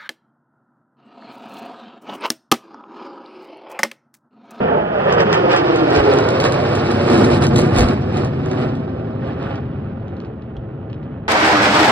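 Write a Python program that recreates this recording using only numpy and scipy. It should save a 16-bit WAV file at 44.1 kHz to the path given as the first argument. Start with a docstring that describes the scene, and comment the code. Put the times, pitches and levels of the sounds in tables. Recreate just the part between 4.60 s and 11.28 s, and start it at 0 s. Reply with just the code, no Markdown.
"""Jet exhaust rumbles, roars and crackles as fighters pass over an open airfield.
Eddies make the roar, which sinks in pitch (Doppler); steepened waves and shock fronts tear and snap.
The jets howl on the approach. Ground echoes sweep a comb through the roar and distance dulls it.
A close microphone pair also picks up a few gusts, one small click and a faint hiss."""
import sys
import numpy as np
from scipy import signal
from scipy.fft import rfft, irfft, next_fast_len
from scipy.io import wavfile
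from scipy.ndimage import uniform_filter1d, map_coordinates

SR = 44100
rng = np.random.default_rng(int(sys.argv[2]) if len(sys.argv) > 2 else 0)


def wrap_up_sound(samples):
    """Save the sound to the file named by the first command line argument, as 16-bit audio."""
    columns = np.atleast_2d(samples).T
    # keep every value between -1 and 1, then stretch to whole-number steps
    tamed = np.clip(columns, -1, 1)
    steps = np.round(tamed * 32767).astype(np.int16)
    wavfile.write(sys.argv[1], SR, steps)


N = 294588
TIME = np.arange(N) / SR


# Slow exhaust swell: t/s, rumble level/dB, roar level/dB, crackle level/dB (each before its trim)
EXHAUST_LEVELS = [(0.0, -24.5, -15.5, -22.5), (0.3, -32.5, -21, -27.5), (0.65, -22.5, -20.5, -20.5),
                  (0.95, -28, -16, -21.5), (1.7, -24, -16, -23.5), (2.35, -23.5, -18, -24.5),
                  (2.95, -17.5, -18.5, -33), (3.4, -22, -23, -32.5), (4.4, -28, -25, -39.5),
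                  (5.25, -28, -31, -42.5), (5.8, -36, -34.5, -47.5), (6.25, -31.5, -32, -46.5),
                  (6.68, -32, -34.5, -46.5)]
# Exhaust surges: t/s, half length/s, roar lift/dB, crackle lift/dB
EXHAUST_SURGES = [(0.16, 0.067, 5.5, 0.5), (0.38, 0.054, 1, 3.5), (0.505, 0.059, 2.5, 6.5),
                  (0.603, 0.026, 5, 7), (0.749, 0.039, -0.5, 4.5), (0.865, 0.033, 6, -3),
                  (0.934, 0.053, -2.5, 6), (1.367, 0.044, 1.5, 5.5), (1.528, 0.075, 3, 3),
                  (1.855, 0.021, 3.5, 6), (2.313, 0.013, 0, 3), (2.603, 0.15, 7.5, 7.5),
                  (2.754, 0.042, 0.5, 6), (2.839, 0.031, 4.5, 10.5), (3.006, 0.1, 5.5, 8.5),
                  (3.196, 0.07, 6.5, 12.5), (3.304, 0.042, 6.5, 7.5), (3.593, 0.071, 5, 6.5),
                  (3.997, 0.14, 4, 6), (4.013, 0.046, 1, 3), (4.685, 0.059, 3.5, 6.5),
                  (4.884, 0.12, 2.5, 9.5), (5.611, 0.15, 3, 1.5), (6.52, 0.061, 1.5, 1.5)]

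def exhaust_levels(rumble_share=.12):
    """Rumble, roar and crackle in dB: the slow swell, lifted by each surge."""
    rumble_db, roar_db, crackle_db = in_time(EXHAUST_LEVELS)
    for s, half_s, roar_lift_db, crackle_lift_db in EXHAUST_SURGES:
        surge = swell(s, half_s)
        rumble_db += rumble_share * roar_lift_db * surge
        roar_db += roar_lift_db * surge
        crackle_db += crackle_lift_db * surge
    return rumble_db, roar_db, crackle_db


# Eddy spectra before Doppler shift: f/Hz, relative level/dB
RUMBLE_SPECTRUM = [(35, -37.5), (50, -16.5), (65, -9), (90, -2), (130, -2), (185, -3), (240, -9.5),
                   (400, -46.5)]
ROAR_SPECTRUM = [(120, -27), (190, -4.5), (245, -2), (340, -2), (480, -7.5), (650, -13.5), (850, -18.5),
                 (1400, -32)]

def mixing_noise(rumble_db, roar_db, doppler_coming=1.45, doppler_going=.99):
    """Large eddies rumble, smaller ones roar. 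Both sink in pitch as the jets pass, the rumble less."""
    doppler = doppler_going + (doppler_coming - doppler_going) * before(TIME, 2.2, spread_s=.25)
    large = coloured(rng.standard_normal(2 * N), RUMBLE_SPECTRUM)
    small = coloured(rng.standard_normal(2 * N), ROAR_SPECTRUM)
    rumble = steady(map_coordinates(large, [np.cumsum(doppler ** .45)], order=1), window_s=.066)
    roar = steady(map_coordinates(small, [np.cumsum(doppler)], order=3), window_s=.05)
    return from_db(rumble_db + 1.87) * rumble + from_db(roar_db - 1.53) * roar


# Crackle spectra: f/Hz, relative level/dB
RASP_SPECTRUM = [(550, 2), (780, 2), (1000, -3), (1300, -3), (1750, -8), (2100, -14), (3000, -15),
                 (5000, -33.5)]
TEARING_SPECTRUM = [(1200, -41), (2200, 9.5), (3200, 0.5), (4100, 1.5), (5300, 0), (6400, -13.5),
                    (8000, -23.5)]
SPIT_SPECTRUM = [(5500, -9), (7500, -0.5), (10500, -9), (12200, -22), (15500, -27)]

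def crackle(crackle_db, knee_db=-26.5, steepening=1.256):
    """Steepened waves rasp, sharper fronts tear, the sharpest spit in surges; all thin out far behind."""
    behind = far_behind(TIME)
    density = 1 - .73 * behind
    off_beam_db = -7 * before(TIME, .69, spread_s=.077)   # tearing beams backwards
    tearing_db = knee_db + steepening * (crackle_db - knee_db) + off_beam_db
    spit_db = tearing_db + .63 * (crackle_db - in_time(EXHAUST_LEVELS)[2])
    rasp = fronts(RASP_SPECTRUM, per_s=2200 * np.sqrt(density), spread_db=4, clump_db=1.5, window_s=.095)
    tearing = fronts(TEARING_SPECTRUM, per_s=1800 * density, spread_db=2.5, clump_db=3.5, window_s=.087)
    spit = fronts(SPIT_SPECTRUM, per_s=1100 * density, spread_db=1, clump_db=3, window_s=.052)
    return (from_db(crackle_db + .62) * rasp
            + from_db(tearing_db - 10 - 4 * behind) * tearing
            + from_db(spit_db - 29.5) * spit)


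def fronts(spectrum, per_s, spread_db, clump_db, window_s):
    """Random pressure jumps of uneven size, in clumps; filtered, at unit power."""
    arrivals = rng.random(N) < per_s / SR
    size_db = spread_db * np.minimum(rng.standard_normal(N), 2.8) + clump_db * drift(rate_hz=45)
    return steady(coloured(arrivals * from_db(size_db), spectrum), window_s)


# Strong shock fronts: t/s, relative level/dB
SHOCK_FRONTS = [(0.5258, -14), (0.6053, -18.5), (0.7285, -10), (0.743, -23), (0.913, -24), (0.9308, -20),
                (0.9637, -15.5), (1.1602, -22.5), (1.3043, -28), (1.352, -23), (1.362, -22),
                (1.5375, -22.5), (1.5875, -22.5), (1.6885, -19.5), (1.801, -16.5), (1.841, -19),
                (1.8506, -22.5), (1.8647, -22.5), (1.9226, -22), (2.1526, -26.5), (2.3145, -28),
                (2.501, -24), (2.534, -28), (2.579, -29), (2.647, -24.5), (2.8233, -28), (2.829, -32),
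                (2.8388, -23), (2.868, -22.5), (2.96, -21), (2.963, -21), (2.977, -28), (2.983, -19),
                (2.9892, -19), (2.9972, -23), (3.0183, -27), (3.163, -23), (3.177, -25), (3.185, -15),
                (3.1926, -17.5), (3.2072, -17.5), (3.2204, -31), (3.2875, -29), (3.571, -30), (3.648, -31),
                (3.8595, -33.5), (3.915, -32), (4.1533, -36), (4.674, -39), (4.828, -34), (4.9575, -36.5),
                (5.4818, -43.5), (5.5678, -42), (5.6028, -36), (5.6487, -40.5), (5.8223, -47),
                (6.3004, -43), (6.3306, -38), (6.4298, -43)]
# Shock spectrum: f/Hz, gain/dB
SHOCK_SPECTRUM = [(200, -14), (900, 2), (3200, 10), (5800, 9), (9000, -4.5), (11000, -4), (13000, -16.5),
                  (15500, -18)]

def shocks(gain_db=18, fall_db_per_s=420, per_s=300, smear_share=.75, smear_s=.00064, count=10):
    """Each front snaps, trailing a ragged string of weaker ones; turbulent air smears them into rips."""
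    s, level_db = np.transpose(SHOCK_FRONTS)[:, :, None]
    gaps, losses = rng.exponential(1, (len(s), 2, count)).transpose(1, 0, 2)
    trailing = np.arange(count) > 0
    late_s = np.cumsum(trailing * (1 + gaps) / 2, axis=1) / per_s
    loss_db = trailing * (5 + 5 * losses) + fall_db_per_s * late_s
    sizes = from_db(level_db + gain_db - loss_db)
    onsets = np.clip(((s + late_s) * SR).astype(int), 0, N - 1)
    jumps = np.bincount(onsets.ravel(), sizes.ravel(), N)
    pole = np.exp(-1 / (smear_s * SR))
    smear_power = signal.lfilter([1 - pole], [1, -pole], jumps ** 2 + 1e-18)
    smear = np.sqrt(smear_power) * rng.standard_normal(N)
    return coloured(np.sqrt(1 - smear_share) * jumps + np.sqrt(smear_share) * smear, SHOCK_SPECTRUM)


# Howls: peak t/s, half length/s, f at peak/Hz, final f/Hz, level before surge lift/dB
HOWL_BANDS = [(0.561, .15, 456, 330, -28.5), (0.959, 0.67, 356.9, 307.4, -20),
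              (1.49, 0.24, 413.2, 375.4, -20.5)]

def howl(roar_db, width_hz=36, glide_s=.33, surge_share=.86):
    """Narrow bands of the roar stand out on the approach, glide down and swell with its surges."""
    lift_db = roar_db - in_time(EXHAUST_LEVELS)[1]
    bands = np.zeros(N)
    for s, half_s, peak_hz, end_hz, db in HOWL_BANDS:
        hz = end_hz + (peak_hz - end_hz) * np.exp(np.minimum((s - TIME) / glide_s, 2))
        phase = 2 * np.pi * np.cumsum(hz) / SR
        in_phase, quadrature = butterworth(rng.standard_normal((2, N)), width_hz / 2, order=2)
        band = steady(in_phase * np.cos(phase) + quadrature * np.sin(phase), window_s=.024)
        bands += from_db(db) * swell(s, half_s) * band
    return bands * from_db(surge_share * lift_db)


# Ground echo, later as the jets stand higher: t/s, lag/ms, relative strength
GROUND_PATH = [(0, 4.23, 0.5), (.6, 5.28, 0.38), (.95, 5.75, .7), (1.4, 7.05, 0.42), (1.85, 8.1, 0.25),
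               (2.5, 8.46, 0.51), (3.9, 7.8, 0.46), (4.9, 7.34, 0.44), (5.7, 7.8, 0.1), (6.68, 7.3, 0.4)]

def ground_echoes(x, second_lag_ms=9.1):
    """The ground reflection sweeps a comb; the second jet's joins as both recede."""
    second_path = second_lag_ms, .39 * far_behind(TIME)
    return echoes(x, [in_time(GROUND_PATH), second_path], dull_hz=2100)


# Echo off a close object: t/s, lag/ms, relative strength
NEARBY_PATH = [(.3, 1.23, 0.25), (.7, 2.09, 0.17), (1.25, 2.8, 0.27), (1.55, 2.04, .28), (1.9, 1.74, 0.3),
               (2.3, 1.3, 0)]

def nearby_echo(x):
    """A short reflection on the approach; its comb falls, then rises."""
    return echoes(x, [in_time(NEARBY_PATH)], dull_hz=1500)


def echoes(x, paths, dull_hz, wobble_ms=.05):
    """Each path (lag/ms, strength) adds a dull copy; uneven air makes its lag waver."""
    dull = butterworth(x, dull_hz)
    copies, power = 0, 1
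    for lag_ms, strength in paths:
        lag_s = (lag_ms + wobble_ms * drift(rate_hz=8.3)) / 1000
        copies += strength * np.interp(TIME - lag_s, TIME, dull, left=0)
        power += strength ** 2 / 2
    return (x + copies) / np.sqrt(power)


def surroundings(x, level_db=-11, lag_range_ms=(1.3, 22), above_hz=900, count=10):
    """Objects near the microphones return faint, bright copies."""
    bright = butterworth(x, above_hz, "high")
    lags = (rng.uniform(*lag_range_ms, count) * SR / 1000).astype(int)
    copies = sum((-1) ** k * np.pad(bright, (lag, 0))[:N] for k, lag in enumerate(lags))
    return x + from_db(level_db) * copies / np.sqrt(count)


def air_loss_db(hz, s, nearest_s=2.71, s_per_height=2.15, clear_hz=2900):
    """Air absorbs treble with distance beyond the nearest point; the loss eases far behind."""
    distance_heights = np.hypot(1, (s - nearest_s) / s_per_height)
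    db_per_khz = 7 * (distance_heights - 1) * (1 - .23 * far_behind(s))
    return db_per_khz * np.maximum(hz - clear_hz, 0) / 1000


# Microphone pair: f/Hz, left lead from ahead/rad, from overhead/rad, scatter weight, left-right/dB
PAIR_RESPONSE = [(60, 0, 0, .003, .4), (130, -.18, -.1, .004, .9), (240, -.48, -.38, .012, 1.2),
                 (500, -1.6, -1.1, .09, -1.5), (750, -2.1, -1.4, .2, -3.5), (950, -2.9, -2.6, .4, -6),
                 (1200, -1.6, .2, .35, -5), (1750, -1.2, .1, .15, -2.5), (2150, 3.4, 2.1, .3, -1.3),
                 (3200, 3.7, 2.9, .4, -2), (4000, 3.1, .2, .5, 1.8), (4800, 3.5, 3.1, .6, 1.8),
                 (6200, 3.6, 3.2, .18, .7), (9000, 6.3, 6.2, .18, 0), (15000, 12.4, 12.2, .25, 0)]

def microphone_pair(direct, diffuse, shade_hz=4140, shade_width_hz=510, swing_spread_s=.074):
    """Each microphone hears the air-dulled jets with its own phase and level as they swing overhead."""
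    framing = dict(fs=SR, nperseg=512, noverlap=384)
    hz, s, (direct, diffuse) = signal.stft([direct, diffuse], **framing)
    hz = hz[:, None]
    lead_ahead, lead_overhead, scatter, balance_db = at_hz(PAIR_RESPONSE, hz)
    diffuse_share = .89 * scatter / 2
    ahead = before(s, 1.39, swing_spread_s)
    lead = (ahead * lead_ahead + (1 - ahead) * lead_overhead) * (1 - .32 * far_behind(s))
    # The housing shades one band from far ahead.
    shade_db = 5.5 * np.exp(-((hz - shade_hz) / shade_width_hz) ** 2) * before(s, .98, swing_spread_s)
    loss_db = shade_db + air_loss_db(hz, s)
    channels = []
    for side in (1, -1):
        blend = np.sqrt(1 - diffuse_share) * direct + side * np.sqrt(diffuse_share) * diffuse
        channels.append(blend * from_db(side * balance_db / 2 - loss_db) * np.exp(.5j * side * lead))
    return signal.istft(channels, **framing)[1][:, :N]


# Gusts and thumps: t/s, level/dB, Gaussian width/s; the last row is the low thump of the small contact close by
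WIND_GUSTS = [(1.39, -17, 0.011), (3.221, -14.5, 0.033), (5.987, -30.5, 0.012)]
# Wind spectrum: f/Hz, relative level/dB
WIND_SPECTRUM = [(22, -14), (35, -4), (58, 8), (85, 6.5), (140, -28.5)]

def wind(breeze_db=-44, side_db=-22):
    """A light breeze with short puffs that thump both microphones nearly alike; the last thump goes with the
    small contact close by."""
    gusts = sum(from_db(db) * np.exp(-.5 * ((TIME - s) / width_s) ** 2) for s, db, width_s in WIND_GUSTS)
    mid, side = (steady(coloured(white, WIND_SPECTRUM), window_s=.0096)
                 for white in rng.standard_normal((2, N)))
    return (from_db(breeze_db) + gusts) * (mid + from_db(side_db) * side * [[1], [-1]])


# Click spectrum: f/Hz, gain/dB
CLICK_SPECTRUM = [(2300, -14), (3200, 5), (4200, -13), (5700, -20)]

def click(at_s=5.967, drive_db=-31, t60_s=.026, tail_db=-19, tail_t60_s=.14):
    """A small, hard contact close by: one tick with a short, faint tail."""
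    age = np.maximum(TIME - at_s, 0)
    tick = from_db(-60 * np.minimum(age / t60_s, 2))
    tail = from_db(tail_db - 60 * np.minimum(age / tail_t60_s, 2))
    envelope = (age > 0) * from_db(drive_db) * (tick + tail)
    return coloured(envelope * rng.choice([-1, 1], N), CLICK_SPECTRUM)


# Hiss spectrum: f/Hz, gain/dB
HISS_SPECTRUM = [(5200, -73.5), (8400, -92), (9500, -81), (11000, -98)]

def hiss():
    """Faint open-air hiss with a thin band high up, independent per channel."""
    return np.array([coloured(white, HISS_SPECTRUM) for white in rng.standard_normal((2, N))])


def from_db(db):
    """Decibels to gain."""
    return 10 ** (np.asarray(db) / 20)


def in_time(rows):
    """Columns of a time table, interpolated per sample."""
    s, *columns = np.transpose(rows)
    return [np.interp(TIME, s, column) for column in columns]


def at_hz(rows, hz):
    """Columns of a frequency table, interpolated on a log axis."""
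    points, *columns = np.transpose(rows)
    return [np.interp(np.log(np.maximum(hz, 1)), np.log(points), column) for column in columns]


def coloured(x, spectrum):
    """Filter by a spectrum that rolls off beyond both ends."""
    size = next_fast_len(len(x) + 4096)
    hz = np.arange(size // 2 + 1) * SR / size
    skirts = np.minimum(hz / spectrum[0][0], 1) ** 2 * np.minimum(spectrum[-1][0] / (hz + 1), 1) ** 4
    return irfft(rfft(x, size) * from_db(at_hz(spectrum, hz)[0]) * skirts, size)[:len(x)]


def butterworth(x, hz, kind="low", order=1):
    """Causal low- or high-pass."""
    return signal.sosfilt(signal.butter(order, hz, kind, fs=SR, output="sos"), x)


def drift(rate_hz):
    """Slow random curve through unit-variance knots."""
    knots = rng.standard_normal(4096)
    return np.interp(TIME * rate_hz, np.arange(len(knots)), knots)


def steady(x, window_s):
    """Unit power per window; faster flutter remains."""
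    power = uniform_filter1d(x ** 2, int(window_s * SR))
    return x / np.sqrt(np.maximum(power, 1e-12))


def swell(s, half_s, steepness=3.14):
    """Round-topped rise and fall of height 1."""
    return np.exp(-np.minimum(np.abs(TIME - s) / half_s, 2) ** steepness)


def before(at, s, spread_s):
    """Smooth step from 1 to 0 around time s."""
    return .5 - .5 * np.tanh((at - s) / (2 * spread_s))


def far_behind(at):
    """Rises from 0 to 1 as the jets recede."""
    return 1 - before(at, 4.9, spread_s=.34)


def scene():
    """The jets by direct and scattered paths, then wind, click and hiss."""
    rumble_db, roar_db, crackle_db = exhaust_levels()
    sharp = surroundings(crackle(crackle_db) + shocks())
    exhaust = mixing_noise(rumble_db, roar_db) + sharp
    direct = nearby_echo(ground_echoes(exhaust)) + howl(roar_db)
    diffuse = mixing_noise(rumble_db, roar_db) + crackle(crackle_db)   # same colour, unrelated waveform
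    return microphone_pair(direct, diffuse) + wind() + click() + hiss()


def record(dry, bass_cut_hz=26, top_cut_hz=15900, fade_s=.006):
    """Bass cut, soft clipping, end fades, steep treble cut."""
    heard = butterworth(dry, bass_cut_hz, "high", order=4)
    rounded = heard / (1 + np.abs(heard) ** 8) ** (1 / 8)
    fades = np.minimum(np.minimum(TIME, TIME[::-1]) / fade_s, 1)
    return signal.sosfilt(signal.ellip(10, .1, 80, top_cut_hz, fs=SR, output="sos"), fades * rounded)


dry = scene()
out = record(dry)
wrap_up_sound(out)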